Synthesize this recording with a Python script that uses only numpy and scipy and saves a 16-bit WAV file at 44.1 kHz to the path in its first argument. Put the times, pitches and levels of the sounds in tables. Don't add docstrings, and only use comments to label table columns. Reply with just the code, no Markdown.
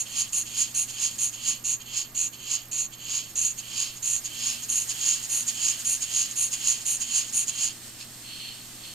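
import sys
import numpy as np
from scipy import signal
from scipy.fft import irfft
from scipy.io import wavfile

SR = 44100
rng = np.random.default_rng(int(sys.argv[2]) if len(sys.argv) > 2 else 0)


def output_pcm(signal):
    pcm = np.clip(np.atleast_2d(signal).T, -1, 1) * 32767
    wavfile.write(sys.argv[1], SR, np.round(pcm).astype(np.int16))


N = 394235
TIME = np.arange(N) / SR
FREQS = np.maximum(np.fft.rfftfreq(N, 1 / SR), 1)

# start_s, chuff_db, spit_db, swell_db
FLYWHEEL_TURNS = [(-0.07, -21, -41, -21.5), (0.323, -22.2, -35, -21), (0.74, -23.5, -31.5, -21),
                  (1.18, -22.5, -35.5, -23), (1.638, -23.5, -42, -25), (2.143, -23, -39.5, -24),
                  (2.711, -24.5, -42, -24.5), (3.352, -22, -31.5, -26.5), (4.021, -22.5, -28.5, -25),
                  (4.683, -22.8, -22, -20.5), (5.288, -24, -21, -20.5), (5.842, -23.5, -22, -20.5),
                  (6.355, -23.5, -21.5, -20), (6.851, -23.3, -24, -20.5), (7.324, -23, -25, -21)]
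SPIT_WIDTH_S = .0125


def from_db(db):
    return 10 ** (np.asarray(db) / 20)


def rms_one(x):
    return x / np.sqrt(np.mean(x ** 2) + 1e-20)


def together(*gains):
    return np.sqrt(sum(gain ** 2 for gain in gains))


def hump(offset, width):
    return np.exp(-.5 * np.minimum(np.abs(offset / width), 10) ** 2)


def in_time(rows):
    time_s, *columns = np.transpose(rows)
    return [np.interp(TIME, time_s, c) for c in columns]


def over_hz(rows):
    hz, *columns = np.transpose(rows)
    return [np.interp(np.log(FREQS), np.log(hz), c) for c in columns]


def drift(rate_hz):
    knots = rng.standard_normal(8192)
    return rms_one(np.interp(TIME * rate_hz, np.arange(len(knots)), knots))


def stereo_noise(colour=1):
    # frequency_hz, coherence, left_lead_rad
    stereo_field = [(100, 0.92, 0.5), (298, .92, 0.03), (600, 0.55, 0.14), (1200, 0.92, 0.5),
                    (2650, 0.75, -0.14), (3500, 0.48, -1), (4530, 0.96, 0.5), (5400, 0.77, 1),
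                    (6400, .99, -.5), (6920, .995, -1), (8300, 0.35, 1.45), (9550, 1, -0.9),
                    (10350, 0.4, -2.8), (12600, 0.5, -2), (15100, 0.2, -5.5)]
    coherence, lead = over_hz(stereo_field)
    mid, side = rng.standard_normal((2, len(FREQS))) + 1j * rng.standard_normal((2, len(FREQS)))
    mid, side = np.sqrt(1 + coherence) * mid, np.sqrt(1 - coherence) * side
    return rms_one(irfft(colour * np.array([(mid + side) * np.exp(1j * lead), mid - side]), N))


def resonate(turbulence, modes, grain=1):
    out = 0
    for hz, width_hz, level_db, pan_db in modes:
        radius = np.exp(-np.pi * width_hz / SR)
        section = [1, 0, -1, 1, -2 * radius * np.cos(2 * np.pi * hz / SR), radius ** 2]
        drive = np.roll(turbulence, rng.integers(N), axis=1) * grain
        sides = rms_one(from_db([[pan_db / 2], [-pan_db / 2]]))
        out = out + from_db(level_db) * sides * rms_one(signal.sosfilt([section, section], drive))
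    return rms_one(out)


def pressure(full_db=-42.5):
    # time_s, level_db
    pressure_curve = [(0.0, -49), (1.16, -47), (1.58, -51), (1.67, -56), (2.68, -55), (2.83, -58),
                      (3.31, -50), (3.93, -48), (5.02, -42), (7.52, -44), (7.58, -46)]
    return in_time(pressure_curve)[0] - full_db


def supply(cut_s=7.72, fall_db_per_s=800):
    return from_db(-np.clip(fall_db_per_s * (TIME - cut_s), 0, 120))


def crank(end_s=7.782):
    starts = np.append(np.transpose(FLYWHEEL_TURNS)[0], end_s)
    turns = np.interp(TIME, starts, np.arange(len(starts)))
    turn = np.minimum(turns.astype(int), len(FLYWHEEL_TURNS) - 1)
    return turn, turns - turn, 1 / np.diff(starts)[turn]


def strength(engine, level_db, per_pressure, per_speed, cruise_hz=2):
    _, speed, pressure_db = engine
    return from_db(level_db + per_pressure * pressure_db + per_speed * 20 * np.log10(speed / cruise_hz))


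def chuff(engine, dome_db, crack_db, open_s=.0095, shut_s=.0075, crack_s=.01):
    angle, speed, pressure_db = engine
    shut_angle = .259 + .0014 * pressure_db
    since_open, since_shut = angle / speed, np.maximum(angle - shut_angle, 0) / speed
    stroke = np.minimum(2 * angle / shut_angle - 1, 1)
    port = np.minimum(since_open / open_s, 1) * np.exp(-since_shut / shut_s)
    return port * from_db(crack_db * np.exp(-since_open / crack_s) - dome_db * stroke ** 2)


def droplets(per_s=650, spread_db=2, burst_s=.00047, smooth_share=.5, clump_db=1.12, clump_hz=110):
    sizes = from_db(spread_db * np.minimum(rng.exponential(1, N), 3))
    born = rng.random(N) < per_s / SR
    power = signal.lfilter([1], [1, -np.exp(-1 / (burst_s * SR))], born * sizes ** 2 + 1e-18)
    clumps = from_db(clump_db * drift(clump_hz))
    return np.sqrt(smooth_share + (1 - smooth_share) * power / power.mean()) * clumps


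def leak(turbulence, full_db=-40.2, shut_db=-44.5):
    # centre_hz, width_hz, level_db, pan_db
    gland_modes = [(645, 770, -16.5, 0), (1765, 1160, -9.5, -1), (3080, 1800, -4.5, -4),
                   (4160, 1100, -6.5, 15), (5150, 1800, -3, -10), (6620, 1000, -4, 17),
                   (7320, 1200, -1.5, -24), (8330, 630, -1, -4), (9800, 3300, -3, 5.5),
                   (12250, 650, -10, 1), (13350, 700, -12, 6), (14100, 2200, -12, -5)]
    fed = supply()
    level_db = fed * (full_db + 1.17 * pressure()) + (1 - fed) * shut_db
    return from_db(level_db + .8 * drift(25)) * resonate(turbulence, gland_modes)


def whistle(gain_db=5.3, width_hz=330, skirt_hz=750, pan_db=-11.5, lead_rad=-2.1):
    # time_s, relative_db, pitch_hz
    pinhole_tone = [(0.0, -57, 13000), (0.42, -55, 13000), (3.81, -55, 13000), (4.46, -52, 13100),
                    (6.27, -54, 13100), (6.62, -57, 13100), (8.09, -59, 13100), (8.94, -57, 13100)]
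    level_db, pitch_hz = in_time(pinhole_tone)
    cycles = np.cumsum(pitch_hz) / SR
    flutter = rng.standard_normal(N) + 1j * rng.standard_normal(N)
    for band_hz in (width_hz, skirt_hz):
        flutter = signal.lfilter([1], [1, -np.exp(-np.pi * band_hz / SR)], flutter)
    sides = np.array([[from_db(pan_db) * np.exp(1j * lead_rad)], [1]])
    return from_db(level_db + gain_db) * rms_one(np.real(flutter * np.exp(2j * np.pi * cycles) * sides))


def room_tone():
    # frequency_hz, relative_db
    rumble_spectrum = [(12, -0.5), (28, 4), (40, -3.5), (52, -4.5), (65, -4.5), (100, -1.5), (170, -1.5),
                       (240, -1.5), (330, -5), (430, -9), (750, -10), (980, -12), (1200, -9), (1400, -13),
                       (1900, -12.5), (3000, -17.5), (15000, -28.5)]
    # pitch_hz, level_db, waver_depth
    hum_lines = [(119.6, -57.5, 0.03), (238.7, -64, 0.97), (326.4, -68.5, .5)]
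    rumble = from_db(-52.5) * stereo_noise(from_db(over_hz(rumble_spectrum)[0]))
    hum = 0
    for hz, level_db, waver in hum_lines:
        wavering = 1 + waver * (drift(12) + 1j * drift(13))
        hum = hum + from_db(level_db) * rms_one(np.real(wavering * np.exp(2j * np.pi * hz * TIME)))
    return rumble + hum


def crossover(engine, at_turns=.364, lag_turns=0):
    angle, speed, pressure_db = engine
    return hump((angle - at_turns - lag_turns - .0009 * pressure_db) / speed, SPIT_WIDTH_S)


def spits(engine, main_gain):
    faint_gain = strength(engine, -33, per_pressure=1.55, per_speed=-1)
    wet = dry = 0
    for at_turns, gain in ((.364, main_gain), (.93, faint_gain)):
        wet = wet + gain * crossover(engine, at_turns)
        dry = dry + from_db(-15) * gain ** .88 * crossover(engine, at_turns, lag_turns=.01)
    return wet, dry


def swell(engine, widths, early_turns=0, open_turns=.33, peak_turns=.682, shut_turns=.985):
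    angle, _, pressure_db = engine
    opening = np.minimum(angle - open_turns, shut_turns - angle) + .003 * pressure_db
    valve = np.clip(opening / .075, 0, 1)
    return valve * hump(angle - peak_turns + early_turns, widths * (.07 + .0016 * pressure_db))


def exhaust(turbulence):
    # centre_hz, width_hz, level_db, pan_db
    sputter_modes = [(6708, 570, -0.5, -3), (7120, 460, -4.5, -14), (6290, 720, -10.5, 2),
                     (8210, 930, -18.5, -2), (7500, 350, -14, -5)]
    spray_modes = [(9440, 640, 1.5, 6.5), (8540, 360, -7, 1), (9890, 770, -9, 15), (10630, 2500, -11.5, 6),
                   (11730, 600, -8, -2), (13100, 1500, -20, -6), (14600, 1000, -25, -4)]
    chuff_modes = [(685, 890, -17, -2), (1083, 220, -20, 0), (2370, 1900, -13.5, 7), (2728, 600, 1, -5.5),
                   (3150, 450, -4.5, -14), (3650, 350, -11, 5), (4230, 540, -0.5, 0.5),
                   (4800, 1040, -3.5, -4.5)]
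    swell_modes = [(720, 750, -21.5, -3.5), (1116, 270, -19.5, 1.5), (2080, 3300, -10.5, 2),
                   (2800, 690, -2, -7), (3200, 700, -9, -10), (4220, 790, -2.5, 1.5), (4920, 1300, 1, -3.5)]
    seep_modes = [(2780, 800, -1, -5), (3138, 410, 1, -9.5), (4310, 520, -2.5, -0.5),
                  (4740, 370, -10.5, -3), (7600, 1300, -9.5, -4), (8470, 680, -14.5, 0)]
    turn, angle, speed = crank()
    engine = angle, speed, pressure()
    chuff_wet, spit_gain, swell_wet = from_db(np.transpose(FLYWHEEL_TURNS)[1:])[:, turn]
    spit_wet, spit_dry = spits(engine, spit_gain)

    crest, skirts = swell(engine, widths=.98), swell(engine, widths=2.6, early_turns=.05)
    sputter = from_db(-1.5) * together(chuff_wet * chuff(engine, dome_db=8.5, crack_db=5.5),
                                       swell_wet * together(crest, from_db(-12.3) * skirts), spit_wet)
    chuff_spray = strength(engine, -29.2, per_pressure=.56, per_speed=1)
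    swell_spray = strength(engine, -33.3, per_pressure=.55, per_speed=1.65)
    spray = together(chuff_spray * chuff(engine, dome_db=12.5, crack_db=3),
                     swell_spray * together(crest, from_db(-13) * skirts), from_db(-14.5) * spit_wet)
    chuff_dry = strength(engine, -37.7, per_pressure=.09, per_speed=.1)
    swell_dry = strength(engine, -33.2, per_pressure=.12, per_speed=.15)
    chuff_rush = chuff_dry * chuff(engine, dome_db=8, crack_db=7.5)
    swell_rush = together(swell_dry * swell(engine, widths=1.42, early_turns=.002), spit_dry)
    seep = swell_dry * together(from_db(-6.5) * swell(engine, widths=3.3, early_turns=.052),
                                from_db(-9.5) * crossover(engine))

    fed, grain = supply(), droplets()
    out = (fed * sputter + last_stroke(-44)) * resonate(turbulence, sputter_modes, grain)
    out += fed * spray * resonate(turbulence, spray_modes, grain ** .66)
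    out += fed * chuff_rush * resonate(turbulence, chuff_modes, grain ** .5)
    out += (fed * swell_rush + last_stroke(-41)) * resonate(turbulence, swell_modes, grain ** .4)
    return out + fed * seep * resonate(turbulence, seep_modes)


def side_branch(x, hz=5700, width_hz=450, depth=.29):
    return x - depth * signal.lfilter(*signal.iirpeak(hz, hz / width_hz, fs=SR), x)


def last_stroke(level_db, at_s=8.014, width_s=.015):
    return from_db(level_db) * hump(TIME - at_s, width_s)


def sighs(turbulence, attack_s=.085, release_s=.085, trickle_db=-57):
    # start_s, hold_s, level_db
    escapes = [(8.21, .29, -41), (8.76, .12, -45)]
    # centre_hz, width_hz, level_db, pan_db
    drain_modes = [(2770, 850, -4.5, -4), (3150, 530, -2, -6), (3650, 400, -10, -6), (4290, 340, -0.5, 1),
                   (6960, 1600, -15, -7)]
    drain = 0
    for start_s, hold_s, level_db in escapes:
        rise = np.clip((TIME - start_s) / attack_s, 0, 1)
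        fall = np.exp(-np.maximum(TIME - start_s - hold_s, 0) / release_s)
        drain = drain + from_db(level_db) * rise * fall
    trickle = from_db(trickle_db) * (1 - supply())
    return together(drain, trickle) * resonate(turbulence, drain_modes, from_db(1.3 * drift(60)))


def workshop(x, tail_db=-18.5, t60_s=.28):
    # left_delay_s, right_delay_s, level_db
    reflections = [(.00612, 0.0091, -22.5), (.00715, 0.0099, -26), (.00948, .00952, -13),
                   (.01065, 0.0057, -20.5), (.01275, .01238, -24.5), (.0217, .0207, -37)]
    t = TIME[:SR // 3]
    response = rng.standard_normal((2, len(t))) * from_db(-60 * t / t60_s) * (t > reflections[0][0])
    response *= from_db(tail_db) / np.sqrt(np.sum(response ** 2, axis=1, keepdims=True))
    response[:, 0] = 1
    for left_s, right_s, level_db in reflections:
        response[[0, 1], [round(left_s * SR), round(right_s * SR)]] += from_db(level_db)
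    return signal.fftconvolve(x, response, axes=1)[:, :N]


def scene():
    turbulence = stereo_noise()
    steam = side_branch(exhaust(turbulence)) + leak(turbulence) + sighs(turbulence) + whistle()
    return workshop(steam) + room_tone()


def record(dry, cutoff_hz=15600):
    return signal.sosfilt(signal.ellip(10, .2, 80, cutoff_hz, fs=SR, output="sos"), dry)


dry = scene()
out = record(dry)
output_pcm(out)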